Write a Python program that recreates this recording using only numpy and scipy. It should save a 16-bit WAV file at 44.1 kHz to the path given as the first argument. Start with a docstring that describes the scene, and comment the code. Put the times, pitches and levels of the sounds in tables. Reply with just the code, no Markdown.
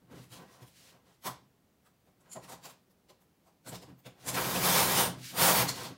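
"""A small, quiet room, one microphone close to a flatbed knitting machine. Hands shift and rub on the
machine, and steel latch needles rattle and click against a tool and their slots, knocking the hollow
bed. Then the carriage is pushed along in two strokes: its cams scrape over the row of needle butts,
the needles sing, and the bed drones under it while the stand rumbles."""
import sys
import numpy as np
from scipy import signal
from scipy.fft import rfft, irfft, next_fast_len
from scipy.io import wavfile
from scipy.ndimage import uniform_filter1d, map_coordinates

SR = 44100
rng = np.random.default_rng(int(sys.argv[2]) if len(sys.argv) > 2 else 0)


def digitize_waveform(pressure):
    """Quantize a signal to 16-bit integers and store it at the path in sys.argv[1].

    Rows of a 2-D input are taken as channels; values are limited to [-1, 1].
    """
    field = np.atleast_2d(pressure).T
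    bounded = np.clip(field, -1, 1)
    quanta = np.round(bounded * 32767).astype(np.int16)
    wavfile.write(sys.argv[1], SR, quanta)


N = 263277


def amp(db):
    """Decibels to gain."""
    return 10 ** (np.asarray(db) / 20)


def unit(x):
    """Scale to rms 1."""
    return x / np.sqrt(np.mean(x ** 2) + 1e-20)


def along(points, hz):
    """Read a curve of (frequency_hz, value) points on a log-frequency axis."""
    point_hz, values = np.transpose(points)
    return np.interp(np.log(hz + 1), np.log(point_hz), values)


def hump(hz, centre_hz, height_db, width):
    """Gain of a broad bell on a log-frequency axis."""
    return amp(height_db * np.exp(-(np.log((hz + 1) / centre_hz) / width) ** 2))


def resonance(hz, centre_hz, width_hz):
    """Gain of a single resonance, 1 at its centre."""
    return 1 / np.sqrt(1 + ((hz - centre_hz) * 2 / width_hz) ** 2)


def peaks(hz, modes):
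    """A flat gain with a peak at each (pitch_hz, width_hz, height_db)."""
    return 1 + sum((amp(db) - 1) * resonance(hz, centre, width) ** 2 for centre, width, db in modes)


def filtered(x, response):
    """Pass x through a complex response of frequency."""
    padded = next_fast_len(len(x) + 8192)
    hz = np.fft.rfftfreq(padded, 1 / SR)
    return irfft(rfft(x, padded) * response(hz), padded)[:len(x)]


def coloured(x, spectrum):
    """Shape x by a spectrum, at rms 1."""
    return unit(filtered(x, lambda hz: amp(along(spectrum, hz))))


def ring(force, modes):
    """A body rings in its modes, scaled so that a white force keeps its power."""
    def response(hz):
        total = sum((-1) ** k * amp(db) * 1j * hz * width / (pitch ** 2 - hz ** 2 + 1j * hz * width)
                    for k, (pitch, width, db) in enumerate(modes))
        return total / np.sqrt(np.mean(np.abs(total) ** 2))
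    return filtered(force, response)


def grit(size, per_s):
    """Micro-impacts of uneven strength, at rms 1."""
    hits = rng.random(size) < per_s / SR
    return unit(hits * rng.choice([-1, 1], size) * amp(2.5 * rng.standard_normal(size)))


def wobble(knots_per_s):
    """A smooth random curve."""
    knots = rng.standard_normal(int(N * knots_per_s / SR) + 4)
    return map_coordinates(knots, [np.arange(N) * knots_per_s / SR])


def held(start_s, end_s, attack_s=0.021, release_s=0.018):
    """Envelope of a movement: it rises before the start, holds, and dies after the end."""
    t = np.arange(N) / SR
    return np.exp(-np.maximum(start_s - t, 0) / attack_s - np.maximum(t - end_s, 0) / release_s)


def movements(rows):
    """One gain curve for each level column of a (start_s, length_s, level_db, ...) table."""
    starts, lengths, *levels_db = np.transpose(rows)
    shapes = np.array([held(start, start + length) for start, length in zip(starts, lengths)])
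    return amp(levels_db) @ shapes


def room_tone():
    """The quiet air of the room, mostly low noise."""
    # spectrum of the air: frequency_hz, relative_db
    air_spectrum = [(15, -59), (25, -17), (65, -7), (130, -6.5), (174, -3), (300, -10), (600, -15.5),
                    (1500, -24.5), (4000, -29), (10000, -33), (15800, -30.5)]
    return amp(-69.5) * coloured(rng.standard_normal(N), air_spectrum)


def room(x):
    """Add the small room's diffuse tail: in each band the stored energy dies at its own speed."""
    # reverberation times: frequency_hz, t60_s
    decay_times = [(120, 0.62), (800, 0.29), (2000, 0.33), (5000, 0.31), (13000, 0.15)]
    hz, t, spectra = signal.stft(x, SR, nperseg=256)
    lag_s = t[t < .6]
    build_up = 1 - np.exp(-lag_s / 0.0041)
    decay = (amp(-60 * lag_s / along(decay_times, hz)[:, None]) * build_up) ** 2
    decay /= decay.sum(axis=1, keepdims=True)
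    energy = signal.fftconvolve(np.abs(spectra) ** 2, decay, axes=1)[:, :len(t)]
    scatter = signal.stft(rng.standard_normal(N), SR, nperseg=256)[2]
    band_gain = np.sqrt(np.abs(energy) / np.mean(np.abs(scatter) ** 2))
    tail = signal.istft(band_gain * scatter, SR, nperseg=256)[1]
    return x + amp(-5.5) * tail[:N]


def hands():
    """Hands slide, rub and bump on the machine; gives hiss, force on the bed, force on the stand."""
    # hands and carriage shifting against the machine: start_s, length_s, rub_rel_db, bump_rel_db
    rubs = [(0.02, 0.016, -78, -55), (0.118, 0.075, -55.5, -45), (0.39, 0.037, -52, -50),
            (0.49, 0.14, -59.5, -61.5), (0.8, 0.093, -67, -73), (0.93, 0.034, -61, -60),
            (1.06, 0.048, -65.5, -66), (2.26, 0.041, -61.5, -63), (3.885, 0.018, -59.5, -44.5),
            (4.17, 0.099, -63, -72), (4.262, 0.014, -50.5, -39), (5.12, 0.032, -57, -46),
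            (5.185, 0.012, -64, -41.5), (5.66, 0.069, -51, -42.5), (5.77, 0.09, -41, -44.5),
            (5.9, 0.022, -57, -41)]
    # smooth slides along the bed and its rail: start_s, length_s, level_db
    slides = [(0.16, 0.062, -64.5), (0.42, 0.31, -74.5), (0.765, 0.14, -62.5), (1.07, 0.08, -74.5),
              (4.21, 0.054, -62.5), (5.19, 0.033, -63), (5.245, 0.065, -47.5), (5.76, 0.11, -47.5)]
    # spectrum of sliding surfaces: frequency_hz, relative_db
    hiss_spectrum = [(40, -70), (600, -22), (1600, -2), (2800, 2), (4400, 2.5), (7000, -1.5), (11000, -5.5),
                     (15800, -9)]
    rub, bump = movements(rubs)
    hiss = movements(slides)[0] * coloured(rng.standard_normal(N), hiss_spectrum)
    on_bed = amp(-5) * rub * grit(N, per_s=3000)
    on_stand = amp(-8) * bump * grit(N, per_s=1400)
    return np.array([hiss, on_bed, on_stand])


def needle_ring(size, ring_hz, ring_db):
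    """A touched needle rings at one mode, with a cluster above it and its own scatter of weak ones."""
    # spectrum of a steel click: frequency_hz, relative_db
    steel_spectrum = [(40, -70), (300, -5), (900, 1.5), (1700, 0.5), (4500, -0.5), (7000, -1.5),
                      (11000, -5.5), (15800, -8.5)]
    ripple_db, spacing_hz = 3, 220.4

    def response(hz):
        mode = 1 + max(amp(ring_db) - 1, 0) * resonance(hz, ring_hz, width_hz=600) ** 2
        cluster = hump(hz, 1.35 * ring_hz, .7 * ring_db, width=.3) - 1
        scatter = map_coordinates(rng.standard_normal(400), [hz / spacing_hz], mode="wrap")
        return amp(along(steel_spectrum, hz)) * (mode + cluster) * amp(ripple_db * scatter)
    return unit(filtered(grit(size, per_s=8000), response))


def needle_clicks():
    """Each touch is a short, soft-edged steel click; gives steel sound, force on bed, force on stand."""
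    # needles meeting tool and slots: peak_s, steel_db, knock_rel_db, edge_s, ring_hz, ring_db, knock_hz
    touches = [(0.125, -70, -52, 0.01, 3500, -5, 353), (0.243, -62, -69, .012, 10500, 7, 400),
               (0.334, -53, -53.5, 0.014, 3800, -2, 302), (0.365, -56.5, -58, 0.014, 3200, 6, 600),
               (0.535, -65.5, -71, .022, 4200, 3, 900), (0.628, -61.5, -53.5, 0.0086, 4500, -1, 338),
               (0.68, -63.5, -78, .012, 9400, 10, 800), (1.269, -38.5, -34.5, 0.011, 11200, 8, 1010),
               (1.867, -69, -63.5, .009, 7600, 3, 1320), (2.077, -77, -67, 0.013, 11000, 6, 500),
               (2.213, -72, -69, .008, 7700, 6, 785), (2.331, -47, -68, 0.0096, 7030, 21, 800),
               (2.365, -67, -40, 0.0068, 6800, 0, 660), (2.443, -56, -54, 0.011, 6800, 0, 800),
               (2.499, -52.5, -48.5, .011, 7200, 5, 1000), (2.529, -50.5, -43, 0.0094, 5100, -1, 815),
               (2.656, -48.5, -47, 0.011, 4280, 1.5, 790), (2.702, -55.5, -56.5, 0.0083, 11100, 7, 1100),
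               (2.911, -72.5, -72, .007, 11500, 14, 800), (3.102, -61, -55.5, 0.007, 3400, 6, 590),
               (3.22, -72, -74, 0.0097, 11300, 13, 800), (3.476, -73, -63, 0.013, 6200, 2, 800),
               (3.676, -50.5, -44.5, 0.0093, 7500, 0, 540), (3.691, -47.5, -55, .009, 7770, 17, 815),
               (3.73, -52, -39, 0.0076, 6000, -8, 550), (3.755, -46.5, -54, 0.0085, 3670, 5.5, 400),
               (3.83, -56.5, -48, 0.0077, 3400, 5, 586), (3.997, -66, -74, 0.0097, 14500, 17, 800),
               (4.067, -52, -45.5, 0.0077, 2320, 11.5, 570), (4.288, -34.5, -43, 0.011, 7300, 7.5, 716),
               (4.351, -35.5, -41, 0.0064, 10500, 1, 600), (4.379, -38.5, -27, 0.0077, 1500, 14, 1440),
               (4.565, -37, -34.5, .013, 7000, -3, 600), (5.487, -34, -26, 0.0083, 9000, 6, 890),
               (5.693, -31, -38.5, .007, 4400, 8, 800), (5.855, -47.5, -60, .006, 3400, 37, 900)]
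    bed_share_db = -11.5
    size = SR // 2
    t = (np.arange(size) - size // 2) / SR
    layers = np.zeros((3, N + size))
    for peak_s, steel_db, knock_db, edge_s, ring_hz, ring_db, knock_hz in touches:
        envelope = np.exp(1 - np.sqrt(1 + (t / edge_s) ** 2))
        steel = needle_ring(size, ring_hz, ring_db)
        # bed and stand take the blow at the peak of the click
        blow = np.exp(-(t / (1.84 * edge_s)) ** 2)
        knock = filtered(blow * grit(size, per_s=4400),
                         lambda hz: hump(hz, knock_hz, height_db=10, width=0.54))
        thud = filtered(blow * grit(size, per_s=4000),
                        lambda hz: hump(hz, knock_hz / 2.88, height_db=7.5, width=0.45))
        stand_share_db = -9 - 7.5 * np.log2(knock_hz / 557)  # more for soft, low blows
        span = slice(round(peak_s * SR), round(peak_s * SR) + size)
        layers[0, span] += amp(steel_db) * envelope * steel
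        layers[1, span] += amp(knock_db + bed_share_db) * knock
        layers[2, span] += amp(knock_db + stand_share_db) * thud
    return layers[:, size // 2:][:, :N]


def pushed(full_db, growth):
    """Gain of a carriage layer: full_db at a full push, changing by growth dB for each dB of push."""
    # the two carriage strokes, each a curve of the push: time_s, push_db
    strokes = [
        [(4.31, -49), (4.368, -36), (4.602, -36.5), (4.658, -28), (4.78, -26.5), (4.87, -31.5), (5.012, -28),
         (5.074, -36.5), (5.13, -69)],
        [(5.34, -49), (5.382, -32), (5.42, -25.5), (5.462, -25), (5.528, -28.5), (5.594, -27), (5.624, -30.5),
         (5.66, -45), (5.675, -48)],
    ]
    full_push_db = -28
    t = np.arange(N) / SR
    gain = np.zeros(N)
    for stroke in strokes:
        time_s, push_db = np.transpose(stroke)
        excess_db = np.interp(t, time_s, push_db) - full_push_db
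        gain += held(time_s[0], time_s[-1]) * amp(full_db + growth * excess_db)
    return gain


def passing_needles(x, ripple_db=1.8):
    """Narrow resonances come and go in x as needle after needle passes the cams."""
    spectra = signal.stft(x, nperseg=512)[2]
    scatter = uniform_filter1d(rng.standard_normal(spectra.shape), size=2, axis=0)
    scatter = uniform_filter1d(scatter, size=12, axis=1)
    rippled = spectra * amp(ripple_db * unit(scatter))
    return unit(signal.istft(rippled, nperseg=512)[1][:N])


def cam_scrape():
    """The steel cams drag over many needle butts at once and ring with the tiny impacts."""
    # spectrum of the scrape: frequency_hz, relative_db
    scrape_spectrum = [(40, -72), (300, -18), (900, 5), (1600, -1.5), (2600, -3.5), (4800, -2),
                       (7300, -4.5), (10500, -4.5), (12700, -1), (14000, -4), (15800, -3.5)]
    # resonances of the needles, heard in the scrape: pitch_hz, width_hz, height_db
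    needle_modes = [(2310, 97, 4.5), (3090, 79, 4), (3620, 140, 4), (6530, 300, 1), (12700, 180, -2)]
    scrape = coloured(grit(N, per_s=12000), scrape_spectrum)
    ringing = filtered(scrape, lambda hz: peaks(hz, needle_modes))
    return pushed(full_db=-27.5, growth=1.15) * passing_needles(ringing)


def singing_needles():
    """Under the carriage, many needles sing at nearly the same high mode."""
    # flares as the first stroke ends and the second begins: start_s, length_s, level_db
    flares = [(5.0, 0.056, -43.5), (5.39, 0.068, -45)]
    gain = pushed(full_db=-45, growth=1.4) + movements(flares)[0]
    singing = filtered(rng.standard_normal(N), lambda hz: resonance(hz, 9000, width_hz=900) ** 2)
    return gain * unit(singing)


def carriage():
    """The carriage rides over the needles; gives steel sound, force on the bed, force on the stand."""
    # resonances of its hollow shell: pitch_hz, width_hz, height_db
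    shell_modes = [(420, 23, 3.7), (785, 55, 5), (920, 40, 5), (1265, 22, 1.9), (1630, 50, 3.5)]
    drag = amp(.8 * wobble(knots_per_s=45))  # uneven as needles enter and leave
    steel = drag * cam_scrape() + singing_needles()
    shell = filtered(grit(N, per_s=2300), lambda hz: peaks(hz, shell_modes))
    clatter = pushed(full_db=-35.5, growth=0.75) * drag * shell
    # its weight shakes the stand's lowest modes
    weight = filtered(grit(N, per_s=1900), lambda hz: hump(hz, centre_hz=68, height_db=4, width=0.3))
    rumble = pushed(full_db=-40.5, growth=0.33) * weight
    return np.array([steel, clatter, rumble])


def bed_and_stand(on_bed, on_stand):
    """The hollow needle bed and its stand ring with the forces on them."""
    # strong modes of the bed: pitch_hz, width_hz, relative_db
    bed_modes = [(178.2, 9.5, 9.5), (241, 33, -2.5), (374.7, 20.6, 0), (430, 37, 1), (510.3, 53, 1.5),
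                 (618.3, 29, 2.5), (722, 108, -2.5), (817, 19, 2.5), (927, 36, -2), (1008.5, 24, 4.5),
                 (1056, 56, -0.5), (1149.6, 24, 1), (1290, 154, -7.5), (1548, 69, -3.5), (1660, 26, -4.5),
                 (1817, 23, -14), (1885, 130, -9), (3104, 75, -11.5)]
    # spectrum of the bed's many weak modes in between: frequency_hz, relative_db
    panel_spectrum = [(20, -50), (100, -9), (300, 4), (900, -1.5), (1500, -10), (3000, -2), (8000, -14)]
    # modes of the stand: pitch_hz, width_hz, relative_db
    stand_modes = [(58.5, 21, -16.5), (74, 9.9, -10), (127.2, 14.3, 1), (179.6, 10.6, -1.5), (265, 56, -8)]
    panels = amp(1) * filtered(on_bed, lambda hz: amp(along(panel_spectrum, hz)))
    return ring(on_bed, bed_modes) + panels + ring(on_stand, stand_modes)


def scene():
    """Needles, carriage and hands all ring the same bed and stand, close up over the room tone."""
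    layers = needle_clicks() + carriage() + hands()
    steel, on_bed, on_stand = [room(layer) for layer in layers]
    machine = steel + bed_and_stand(on_bed, on_stand)
    return (amp(1) * machine + room_tone())[None]


def record(dry):
    """One small microphone: it loses the deepest bass, and the treble ends at a steep band limit."""
    low_cut_hz, top_hz = 30, 15830

    def response(hz):
        low_cut = hz ** 2 / (hz ** 2 + low_cut_hz ** 2)
        high_cut = .5 - .5 * np.tanh((hz - top_hz) / 40)
        return low_cut * high_cut
    return filtered(dry[0], response)[None]


dry = scene()
out = record(dry)
digitize_waveform(out)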